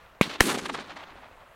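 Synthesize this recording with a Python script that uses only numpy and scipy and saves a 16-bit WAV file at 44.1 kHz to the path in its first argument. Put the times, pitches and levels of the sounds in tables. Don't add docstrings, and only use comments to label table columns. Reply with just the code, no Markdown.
import sys
import numpy as np
from scipy import signal
from scipy.fft import rfft, irfft
from scipy.io import wavfile

SR = 44100
rng = np.random.default_rng(int(sys.argv[2]) if len(sys.argv) > 2 else 0)


def store_wav(level_fs):
    pcm = np.round(np.clip(np.atleast_2d(level_fs), -1, 1) * 32767)
    wavfile.write(sys.argv[1], SR, pcm.T.astype(np.int16))


def invert_db(x):
    u = np.asarray(x, float) / 20
    return 10 ** u


N = 68355
T = np.arange(N) / SR


def at_hz(points, hz):
    curve_hz, curve_db = np.transpose(points)
    return np.interp(np.log(hz), np.log(curve_hz), curve_db)


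def rms_one(x):
    return x / np.sqrt(np.mean(x ** 2) + 1e-20)


def drift(rate_hz):
    r = np.exp(-2 * np.pi * rate_hz / SR)
    smooth = signal.lfilter([1], [1, -2 * r, r * r], rng.standard_normal(2 * N))
    return rms_one(smooth[N:])


def band_pass(x, order, low_hz, high_hz):
    return signal.sosfilt(signal.butter(order, [low_hz, high_hz], "band", fs=SR, output="sos"), x)


CENTRES = 30 * 2 ** np.arange(0, 9.6, .5)


def split(x, spectrum):
    hz = np.maximum(np.fft.rfftfreq(N, 1 / SR), 1)
    coloured = irfft(rfft(x) * invert_db(at_hz(spectrum, hz)), N)
    shaped = rfft(rms_one(coloured))
    for centre in CENTRES:
        overlap = np.clip(1 - 2 * np.abs(np.log2(hz / centre)), 0, 1)
        yield centre, irfft(shaped * overlap, N)


def grains():
    per_second, spread_db = 6100, 2
    sizes = invert_db(spread_db * np.minimum(rng.exponential(1, N), 5))
    signs = rng.choice([-1, 1], N)
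    return rms_one(sizes * signs * (rng.random(N) < per_second / SR))


# pitch in Hz, level in dB per Hz.
TREE_TONE = [(250, -44), (450, -10.5), (900, -4), (2500, -8), (4300, -8.5), (4900, -12), (10000, -9.5),
             (15500, -22)]


def scatter(fired_s, echoes, wash_db, wash_t60_s, spectrum=TREE_TONE):
    patchy_db = 2
    skirt_db, skirt_stretch = -5.5, 1.2
    air_db_per_s, air_power = 2.5, 1.43
    age = T - fired_s
    flown = np.maximum(age, 0)
    clumps = []
    for s, db, spread_s, tilt in echoes:
        u = (T - s) / spread_s
        shape = np.exp(-u * u) + invert_db(2 * skirt_db) * np.exp(-(u / skirt_stretch) ** 2)
        clumps.append((invert_db(2 * db) * shape, tilt))
    wash_level_db = wash_db - 60 * age / wash_t60_s + patchy_db * drift(24)
    clumps.append((invert_db(2 * wash_level_db), 0))
    out = np.zeros(N)
    for hz, band in split(grains(), spectrum):
        power = sum(clump * invert_db(2 * tilt * np.log2(hz / 1500)) for clump, tilt in clumps)
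        power = power * (age > 0)
        air_loss_db = air_db_per_s * (hz / 1000) ** air_power * flown
        out += band * np.sqrt(power) * invert_db(patchy_db * .7 * drift(40) - air_loss_db)
    return out


# pitch in Hz, level in dB per Hz.
WIND_TONE = [(12, -34), (20, -9), (302, -13), (656, -3.5), (753, -8), (1170, -5), (2770, -16.5),
             (5380, -28), (15000, -32)]


def wind():
    hiss_db, rumble_db, rumble_hz = -57, -60, 70
    hiss = sum(band * invert_db(1.5 * drift(14)) for _, band in split(rng.standard_normal(N), WIND_TONE))
    low_pass = signal.butter(2, rumble_hz, fs=SR, output="sos")
    low = signal.sosfilt(low_pass, rng.standard_normal(N))
    return invert_db(hiss_db) * hiss + invert_db(rumble_db + 1.3 * drift(4)) * rms_one(low)


def old_wash():
    start_db, t60_s, age_s = -45.5, 0.67, 0.6
    return scatter(-age_s, [], start_db + 60 * age_s / t60_s, t60_s)


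# time in seconds, level in dB.
BOOM_LEVEL = [(0.233, -34.5), (.275, -45.5), (.33, -44.5), (.385, -51), (0.424, -32), (.49, -26),
              (.56, -32.5), (.61, -37.5), (.7, -38), (.82, -45), (.87, -50), (.92, -49), (1.13, -52.5),
              (1.301, -62)]
# pitch in Hz, level in dB per Hz.
BOOM_TONE = [(70, -32), (120, -17), (180, -6), (260, -1), (400, 0), (600, -13)]


def boom():
    lumps_db, dulls_db_per_s = 2.5, 7.0
    s, db = np.transpose(BOOM_LEVEL)
    level = np.interp(T, s, db)
    level -= 2000 * np.maximum(s[0] - T, 0)
    level -= 60 * np.maximum(T - s[-1], 0)
    tone = [(20, -73.5)] + list(BOOM_TONE) + [(900, -54.5)]
    out = np.zeros(N)
    for hz, band in split(rng.standard_normal(N), tone):
        if hz < 1000:
            dulling_db = dulls_db_per_s * np.log2(hz / 200) * T
            out += band * invert_db(level + lumps_db * drift(20) - dulling_db)
    return out


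# time in seconds, peak level in dB, pitch in Hz.
TRUNKS = [(0.338, -27, 890), (0.895, -32, 890), (1.005, -34.5, 1020), (1.039, -38, 686), (1.092, -35, 1050),
          (1.154, -34.5, 720), (1.179, -41, 817), (1.222, -35.5, 715), (1.232, -34, 802),
          (1.257, -33.5, 690), (1.283, -36.5, 790), (1.31, -38, 589), (1.353, -37, 648),
          (1.374, -40.5, 723), (1.41, -38, 1212), (1.432, -41.5, 610), (1.462, -40.5, 1298),
          (1.475, -43.5, 630), (1.514, -43, 562)]


def trunks():
    length_cycles, level_db = .6, -5.5
    out = np.zeros(N)
    for s, db, hz in TRUNKS:
        cycles = (T - s) * hz - 2
        out += invert_db(db + level_db) * np.cos(2 * np.pi * cycles) * np.exp(-.5 * (cycles / length_cycles) ** 2)
    return out


# time in seconds, level in dB, width in
# milliseconds.
THUDS = [(.21305, -10, .28), (.264, -32, .9), (.277, -31, 1.0), (.575, -20, .5), (.623, -32, .9),
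         (.6975, -22, .12), (.749, -22, .08), (.0633, -43, .1), (.150, -48, .1)]


def thuds():
    out = np.zeros(N)
    for s, db, ms in THUDS:
        u = (T - s) / ms * 1000
        out += invert_db(db) * (1 - .5 * u - u * u) * np.exp(-.5 * u * u)
    return out


# time in seconds, level in dB, spread in seconds,
# brightness in dB per octave.
FAR_ECHOES = [(.278, -52, 0.002, -1), (.300, -36.5, 0.0043, 0), (.313, -36.5, 0.0049, 0.5),
              (.342, -38, 0.004, 1), (.357, -37.5, .007, -0.5), (.392, -61, 0.0085, 1)]
# pitch in Hz, level in dB per Hz.
FAR_TONE = [(250, -31.5), (450, -8.5), (900, -4), (2500, -8), (4300, -7.5), (4900, -14.5), (9000, -21),
            (15500, -32)]


def far_echoes():
    return scatter(FRONTS[0][0], FAR_ECHOES, wash_db=-35.5, wash_t60_s=0.84, spectrum=FAR_TONE)


# time in seconds, level in dB, spread in seconds,
# brightness in dB per octave.
NEAR_ECHOES = [(0.423, -31, 0.018, 0.5), (0.468, -29.5, .012, 1.5), (0.497, -23.5, 0.013, -1),
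               (0.52, -26, 0.0088, -1), (0.551, -26, .008, -1), (.590, -29.5, 0.0086, 0),
               (.620, -58, .01, 7), (.661, -26.5, 0.0047, 0), (.698, -26.5, 0.0045, -2.5),
               (0.749, -26, 0.0051, -2), (0.776, -35, .004, -0.5), (0.788, -31, 0.0031, -2),
               (.804, -32, 0.0069, -0.5), (0.907, -35.5, 0.015, -0.5), (.970, -32.5, 0.0057, 1.5),
               (1.004, -40, 0.016, 1), (1.038, -36, 0.0046, -1), (1.087, -44.5, 0.03, 0),
               (1.174, -43, .012, -0.5), (1.24, -44, .02, 1), (.686, -49.5, 0.0028, 6),
               (0.74, -45, 0.009, 5.5), (0.817, -40, 0.0066, 1), (1.47, -54, .01, 0)]


def near_echoes():
    return scatter(FRONTS[1][0], NEAR_ECHOES, wash_db=-38, wash_t60_s=5.24)


# start in seconds, level in dB, attack in seconds,
# time to fall 60 dB in seconds, centre pitch in Hz.
CRACKLE = [
    (.2119, -16, .0003, .045, 2200),
    (.2240, -22, .0003, .015, 2900),
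    (.2288, -27, .0004, .08, 3000),
]
NEAR_CRACKLE = [
    (.4077, -10, .0002, .017, 2300),
    (.4005, -26, .002, .2, 2000),
]
CRACKLE_AIR_DB = [-9, -14, -13, -4, -10]


def crackle():
    width, air_hz = 1.45, 7000
    out = np.zeros(N)
    for (s, db, attack_s, t60_s, hz), air_db in zip(list(CRACKLE) + list(NEAR_CRACKLE), CRACKLE_AIR_DB):
        noise, after = rng.standard_normal(N), np.maximum(T - s, 0)
        body = rms_one(band_pass(noise, 2, hz / width, hz * width))
        air = rms_one(band_pass(noise, 1, air_hz / 2, air_hz * 1.2))
        envelope = invert_db(db - 60 * after / t60_s) * (1 - np.exp(-after / attack_s))
        out += envelope * (body + invert_db(air_db) * air)
    return out


def pellets():
    start_s, last_s, level_db, pitch_hz, jitter = .40635, .0011, 10, 2450, .4
    u = (T - start_s) / last_s
    phase = 2 * np.pi * np.cumsum(pitch_hz * (1 + jitter * drift(1500))) / SR
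    fade_in = np.clip(4 * u, 0, 1)
    fade_out = np.clip(1 - 3 * (u - 1), 0, 1)
    return invert_db(level_db) * fade_in * fade_out * np.sin(phase)


# time in seconds, front level in dB, front width in milliseconds,
# rebound level in dB, rebound pitch in Hz.
FRONTS = [
    (.21185, -1.6, .075, -7.5, 185),
    (.40573, 9, .035, -11, 110),
    (.40965, 5, .075, -5.5, 190),
]
REBOUND_DB_PER_CYCLE = [14, 45, 75]
RISE_STRETCH = [3.4, 1.0, 1.0]


def fronts():
    out = np.zeros(N)
    for (s, db, ms, back_db, hz), loss_db, stretch in zip(FRONTS, REBOUND_DB_PER_CYCLE, RISE_STRETCH):
        after = np.maximum(T - s - ms / 1000, 0)
        peak = np.max(np.sin(2 * np.pi * hz * T) * invert_db(-loss_db * T * hz))
        swing = np.sin(2 * np.pi * hz * after) / peak
        out += invert_db(back_db - loss_db * after * hz) * swing
        width_ms = ms * np.where(T < s, stretch, 1)
        out -= invert_db(db) * np.exp(-.5 * ((T - s) / width_ms * 1000) ** 2)
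    return out


def scene():
    field = wind() + old_wash()
    answers = boom() + trunks() + thuds() + far_echoes() + near_echoes()
    shots = crackle() + pellets() + fronts()
    return (field + answers + shots)[None]


def top_cut(x):
    return signal.sosfilt(signal.butter(12, 16810, fs=SR, output="sos"), x)


def record(dry):
    ceiling = np.where(T < FRONTS[1][0] - .1, 1.3, .63)
    x = dry / (1 + np.abs(dry / ceiling) ** 6) ** (1 / 6)
    x = signal.sosfilt(signal.butter(1, 20, "high", fs=SR, output="sos"), x)
    x = signal.sosfilt(signal.cheby1(8, .5, 15800, fs=SR, output="sos"), x)
    return top_cut(x)


dry = scene()
out = record(dry)
store_wav(out)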